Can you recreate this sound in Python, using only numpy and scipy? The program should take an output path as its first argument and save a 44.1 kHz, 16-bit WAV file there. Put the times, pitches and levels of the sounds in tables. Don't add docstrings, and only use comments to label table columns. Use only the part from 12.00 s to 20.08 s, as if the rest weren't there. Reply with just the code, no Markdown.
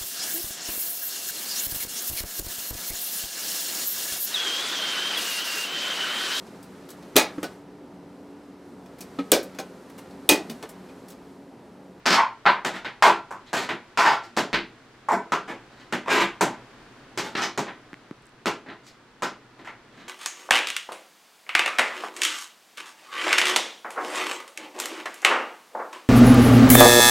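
import sys
import numpy as np
from scipy import signal
from scipy.fft import rfft, irfft
from scipy.io import wavfile

SR = 44100
rng = np.random.default_rng(int(sys.argv[2]) if len(sys.argv) > 2 else 0)


def waveform_to_disk(signal):
    frames = np.transpose(np.atleast_2d(signal))
    scaled = np.clip(frames, -1, 1) * 32767
    samples = np.round(scaled).astype(np.int16)
    wavfile.write(sys.argv[1], SR, samples)


N = 356328

# start_s, strength_db, heel_weight_db, sole_hollowness_db, contact_hardness_db, knock_hz, ring_hz
TAPS = [(0.056, 6, -3, -8, -9, 700, 5000), (0.0617, 12, -7, -3.5, 1.5, 735, 5450),
        (0.104, 11, -1.5, -9, -2, 620, 5070), (0.4547, 14.5, -4.5, 15, -18, 920, 4440),
        (0.491, 11.5, -5, 28.5, 4, 1040, 4400), (0.648, 8.5, 1.5, 2, 3.5, 760, 3530),
        (0.847, 1, -3, -5.5, -14.5, 815, 4090), (1.0238, 19, -10.5, 9, 0.5, 826, 4380),
        (1.088, 5, -16, 36.0, 3.5, 860, 4100), (1.308, -1.5, 19, 26, 17.0, 1080, 3500),
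        (1.531, 9, 0.5, 2.5, 3, 626, 2900), (1.69, 6.0, 1, -2, -9, 910, 3700),
        (1.974, 12, 1, 7.5, 2, 1030, 5340), (2.043, 9.5, 0.0, 17, -4, 1040, 5300),
        (2.366, 3, 2, -8, 2, 820, 4100), (2.373, 11.5, 8.5, 7, 5.5, 720, 4580),
        (2.53, 11.5, -1.0, -8.0, -12.5, 870, 4370), (3.0862, 12, 10, 29, 9.5, 960, 2900),
        (3.3207, 11.5, 14.5, 17.5, 8.5, 1220, 6230), (3.9247, 7.5, 5.5, -2.5, -2, 800, 3120),
        (4.4094, 14.5, 13.5, 11.5, 14.5, 900, 3780), (4.524, -9.5, 2, 10, -17, 870, 4100),
        (5.1753, 6, 5.5, -0.5, 7.5, 920, 5300), (5.3517, 5, 0.5, -11.5, -14, 820, 4160),
        (5.576, 8, 16, 10.5, 10, 890, 6600), (5.668, -3.5, 0.0, -0.5, -16.0, 790, 3700),
        (6.4578, 10, 11, 6, 6.5, 1120, 4960), (6.662, -12.5, 11, 2, -20, 780, 4060),
        (6.686, -9, 7, -7, -21, 790, 4100), (7.222, 6, 16.5, 17, 14.5, 1250, 6000),
        (7.232, 2, 3, 3.5, 2, 740, 5370), (7.591, -14.5, 11.5, 4, -6, 830, 4100),
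        (7.648, -12.5, -5.5, -4.5, -5, 770, 2900), (7.673, -6, -8, -4, -13, 810, 2820)]
# start_s, end_s, swell_db, strength_db, heel_weight_db, sole_hollowness_db, contact_hardness_db,
# knock_hz, ring_hz
SCRAPES = [(0.064,0.121,4,13,-1,-7,-5,620,5040), (0.109,0.145,12,15,-17,3.5,1.5,730,5100),
           (0.148,0.191,0,14.5,-5,15.5,-21,937,4970), (0.461,0.486,-9,17,-4.5,-1,-23,780,4300),
           (0.73,0.77,-6,-1,0,-4.5,-5.5,770,3480), (1.03,1.083,-3.5,21,0,13,3.5,874,3830),
           (1.461,1.475,0,-19.5,-18,-37,-7,780,4020), (1.563,1.633,-6,7,0,-1,3,750,4100),
           (1.982,2.034,-5,16.5,-3,16,5.5,920,5350), (2.046,2.132,-10.5,19,-3,13.5,-1.5,873,4950),
           (2.224,2.24,-4,-16,-2,-5,3,820,5040), (3.097,3.128,-1.5,14,15,23.5,9,880,2860),
           (3.477,3.507,11,0.5,8,2.5,-4,816,3200), (3.698,3.843,-1.5,-16,-1,-5,-4,740,4400),
           (4.057,4.093,18,8,10.5,10,-1.5,960,3800), (4.09,4.155,-11.5,15,2,0,1.5,980,3730),
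           (4.139,4.22,11.5,14.5,2,0,-1,990,3580), (5.234,5.343,-22,-2,4.5,1.5,2.5,635,4000),
           (5.364,5.4,-4,5,2,8.5,4,1190,5560), (5.405,5.44,-1,7.5,-2.5,-3,-0.5,740,5970),
           (6.689,6.715,7,-9,6.5,4,-18,780,4100), (6.833,6.885,6,-18.5,-6,-26,6,820,4650),
           (7.923,8.064,6,-13,5,-7,-6,704,3750)]
# start_s, thump_db, click_db, click_hz
NUDGES = [(5.9313, -26.5, -23.5, 1700), (5.942, -45, -25, 2080), (6.1111, -20.5, -26, 1190)]
# start_s, level_db
TICKS = [(6.223, -50), (6.2568, -45), (6.268, -43), (6.2927, -50)]
# centre_hz, width_hz, gain_db
STANDING = [(132, 25, -2.5), (196.3, 23, 7.5), (241, 29, 5), (340.3, 18.4, 8), (412, 38, 4.5),
            (500, 195, -3), (558, 11, 3), (617, 40, 0), (743, 19, -9), (853, 37, 0.5), (989, 76, 3),
            (1124, 51, -2.5), (1364, 12, 7), (1530, 31, 5.5), (1923, 12, 0), (2167, 8.7, 1)]
# frequency_hz, colour_db
SHOE = [(40, -27.5), (90, -30), (130, -4), (200, -5), (400, -0.5), (7500, -0.5), (9800, -3), (13000, -1),
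        (16000, -10)]
# frequency_hz, decay_s
DECAY = [(150, 0.32), (400, 0.31), (1040, 0.27), (2760, 0.27), (7280, 0.23), (14000, 0.16)]
# frequency_hz, gain_db
DIRECT = [(200, -16.5), (1000, -11), (4000, -20.5), (8000, -3.5), (15000, -30)]
# frequency_hz, side_db
WIDTH = [(40, -15), (150, -33.5), (400, -20.5), (1300, -20), (2600, -12), (5000, -10.5), (9000, -5.5),
         (14000, -0.5)]
# frequency_hz, density_db
BACKGROUND = [(25, -9), (48, -2), (70, -13), (95, -6.5), (125, 6), (165, -5.5), (250, 2.5), (370, 0),
              (550, -5.5), (1000, -5.5), (1500, -6), (2500, -13), (4500, -19), (9000, -32), (15000, -46)]
# time_s, level_db
BACKGROUND_DB = [(0, -53), (1.9, -51.5), (2.9, -52), (4.8, -49), (6.0, -52), (6.3, -53.5), (7.1, -54),
                 (8.05, -52)]
# heel thud_db, sole knock_db, plate clack_db, plate ring_db, plate ping_db, edge tick_db
PLAIN_STEP_DB = [-1, 2, -0.4, -8.5, -19.5, -32.5]

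THUD_RATIO, CLACK_RATIO = 0.38, 2.39
PING_HZ, TICK_HZ = 7390, 13500
BOOM_S = 2.531
EDGE_HZ = 16000
SPAN = 24576
HZ = np.fft.rfftfreq(SPAN, 1 / SR)
T = np.arange(SPAN) / SR
MID_TO_SIDE = np.array([[1], [-1]])


def amp(db):
    return 10 ** (np.asarray(db) / 20)


def read(points, hz):
    f, value = np.transpose(points)
    return np.interp(np.log(hz + 1), np.log(f), value)


def unit(x):
    return x / np.sqrt(np.sum(x ** 2, -1, keepdims=True) + 1e-20)


def peak(hz, width):
    return 1 / (1 + (2 * (HZ - hz) / width) ** 2)


def causal(db):
    both_sides_db = np.r_[db, db[-2:0:-1]]
    log_gain = np.log(amp(both_sides_db))
    return np.exp(np.conj(signal.hilbert(log_gain)))[:len(HZ)]


def add(mix, s, sound):
    part = mix[..., max(round(s * SR), 0):][..., :sound.shape[-1]]
    part += sound[..., :part.shape[-1]]


def ringing(spectrum):
    return irfft(spectrum) * np.clip(8 - 10 * T / T[-1], 0, 1)


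def background(side_db=8.0):
    hz = np.fft.rfftfreq(N, 1 / SR)
    mid, side = rfft(rng.standard_normal((2, N))) * amp(read(BACKGROUND, hz))
    width = amp(read(WIDTH, hz) + side_db)
    pair = irfft(mid + MID_TO_SIDE * side * width, N)
    level_db = np.interp(np.arange(N) / SR, *np.transpose(BACKGROUND_DB))
    return unit(pair) * np.sqrt(N) * amp(level_db)


def kitchen(build_s=0.00032, hold_s=0.017, echoes_per_s=3000, crowd_s=0.009, side_db=-3.0, count=11):
    edges = np.r_[0, np.geomspace(230, 11000, count), SR]
    bands = (HZ >= edges[:-1, None]) & (HZ < edges[1:, None])
    band_centre_hz = (bands * HZ).sum(1) / bands.sum(1)
    t60 = read(DECAY, band_centre_hz)[:, None]
    build = np.minimum(T / build_s, 1)
    decay = amp(-60 * np.maximum(T - hold_s, 0) / t60)
    fade = (build * decay).astype(np.float32)
    density = np.minimum(echoes_per_s * (1 + (T / crowd_s) ** 2) / SR, 1)
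    share = np.sqrt(bands.mean(1))[:, None]
    standing = causal(sum(db * peak(hz, width) for hz, width, db in STANDING))
    direct = causal(read(DIRECT, HZ))
    width = amp(read(WIDTH, HZ) + side_db)

    def spot():
        arrivals = (rng.random(SPAN) < density) / np.sqrt(density)
        echoes = rfft((arrivals * rng.standard_normal((2, 1, SPAN))).astype(np.float32))
        band_tails = unit(irfft(echoes * bands) * fade) * share
        mid, side = rfft(band_tails.sum(1)) * standing
        return direct + mid + MID_TO_SIDE * width * side
    return spot


def shoe(strength_db, weight_db, hollow_db, hard_db, knock_hz, ring_hz, breadth=0.34,
         sharp_db=2.5, sharp_per_light=0.18, clack_share=0.24, ring_share=0.24):
    pitches = np.sort([THUD_RATIO * knock_hz, knock_hz, CLACK_RATIO * knock_hz,
                       ring_hz, PING_HZ, TICK_HZ])
    fed_db = [weight_db, hollow_db, clack_share * hollow_db, ring_share * hard_db, hard_db, hard_db]
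    outline_db = read(list(zip(pitches, np.add(PLAIN_STEP_DB, fed_db))), HZ)
    bells = sum(peak(hz, breadth * hz) for hz in pitches)
    sharpness_db = sharp_db + sharp_per_light * max(-strength_db, 0)
    colour_db = read(SHOE, HZ) + outline_db + sharpness_db * (bells - 1)
    mean_db = 10 * np.log10(np.mean(amp(colour_db) ** 2))
    return causal(strength_db + colour_db - mean_db)


def taps(spot, lag_s=0.00085, plate_hz=3000):
    delay = lag_s * HZ ** 2 / (HZ ** 2 + plate_hz ** 2)
    blow = np.exp(-2j * np.pi * np.cumsum(delay) * HZ[1])
    out = np.zeros((2, N))
    for s, *contact in TAPS:
        add(out, s, ringing(blow * shoe(*contact) * spot()))
    return out


def scrapes(spot, skips_per_s=300, grit=0.29, spread_db=7.0, edge=0.051):
    out = np.zeros((2, N))
    for start, end, swell_db, *contact in SCRAPES:
        n = int(np.clip((end - start) * SR, 200, SPAN / 2))
        hits = rng.random(SPAN) < skips_per_s / SR
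        skips = hits * amp(spread_db * rng.standard_normal(SPAN))
        friction = unit(skips[:n]) + grit * unit(rng.standard_normal(SPAN)[:n])
        pressure = signal.windows.tukey(n, edge) * amp(np.linspace(0, swell_db, n))
        drag = rfft(unit(friction * pressure), SPAN)
        add(out, start, ringing(drag * shoe(*contact) * spot()))
    return out


def boom(level_db=-39.0, hz=45, t60=0.32):
    out = np.zeros(N)
    add(out, BOOM_S, amp(level_db - 60 * T / t60) * np.sin(2 * np.pi * hz * T))
    return out


def nudges(thump_hz=285, thump_s=0.0023, click_s=0.00058, tick_hz=8200, low_hz=130):
    def damped(level_db, hz, decay_s):
        return amp(level_db) * np.sin(2 * np.pi * hz * T) * np.exp(-T / decay_s)

    out = np.zeros(N)
    for s, thump_db, click_db, click_hz in NUDGES:
        add(out, s, damped(thump_db, thump_hz, thump_s))
        add(out, s, damped(click_db, click_hz, click_s))
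    for s, tick_db in TICKS:
        add(out, s, damped(tick_db, tick_hz, click_s))
    low_cut = signal.butter(4, low_hz, "highpass", fs=SR, output="sos")
    return signal.sosfilt(low_cut, out)


def scene():
    spot = kitchen()
    return background() + taps(spot) + scrapes(spot) + boom() + nudges()


def record(dry, ceiling=1.0):
    limited = dry / (1 + (dry / ceiling) ** 4) ** (1 / 4)
    band_limit = signal.firwin(511, EDGE_HZ, window=("kaiser", 9), fs=SR)
    return signal.oaconvolve(limited, band_limit[None], "same")


dry = scene()
out = record(dry)
waveform_to_disk(out)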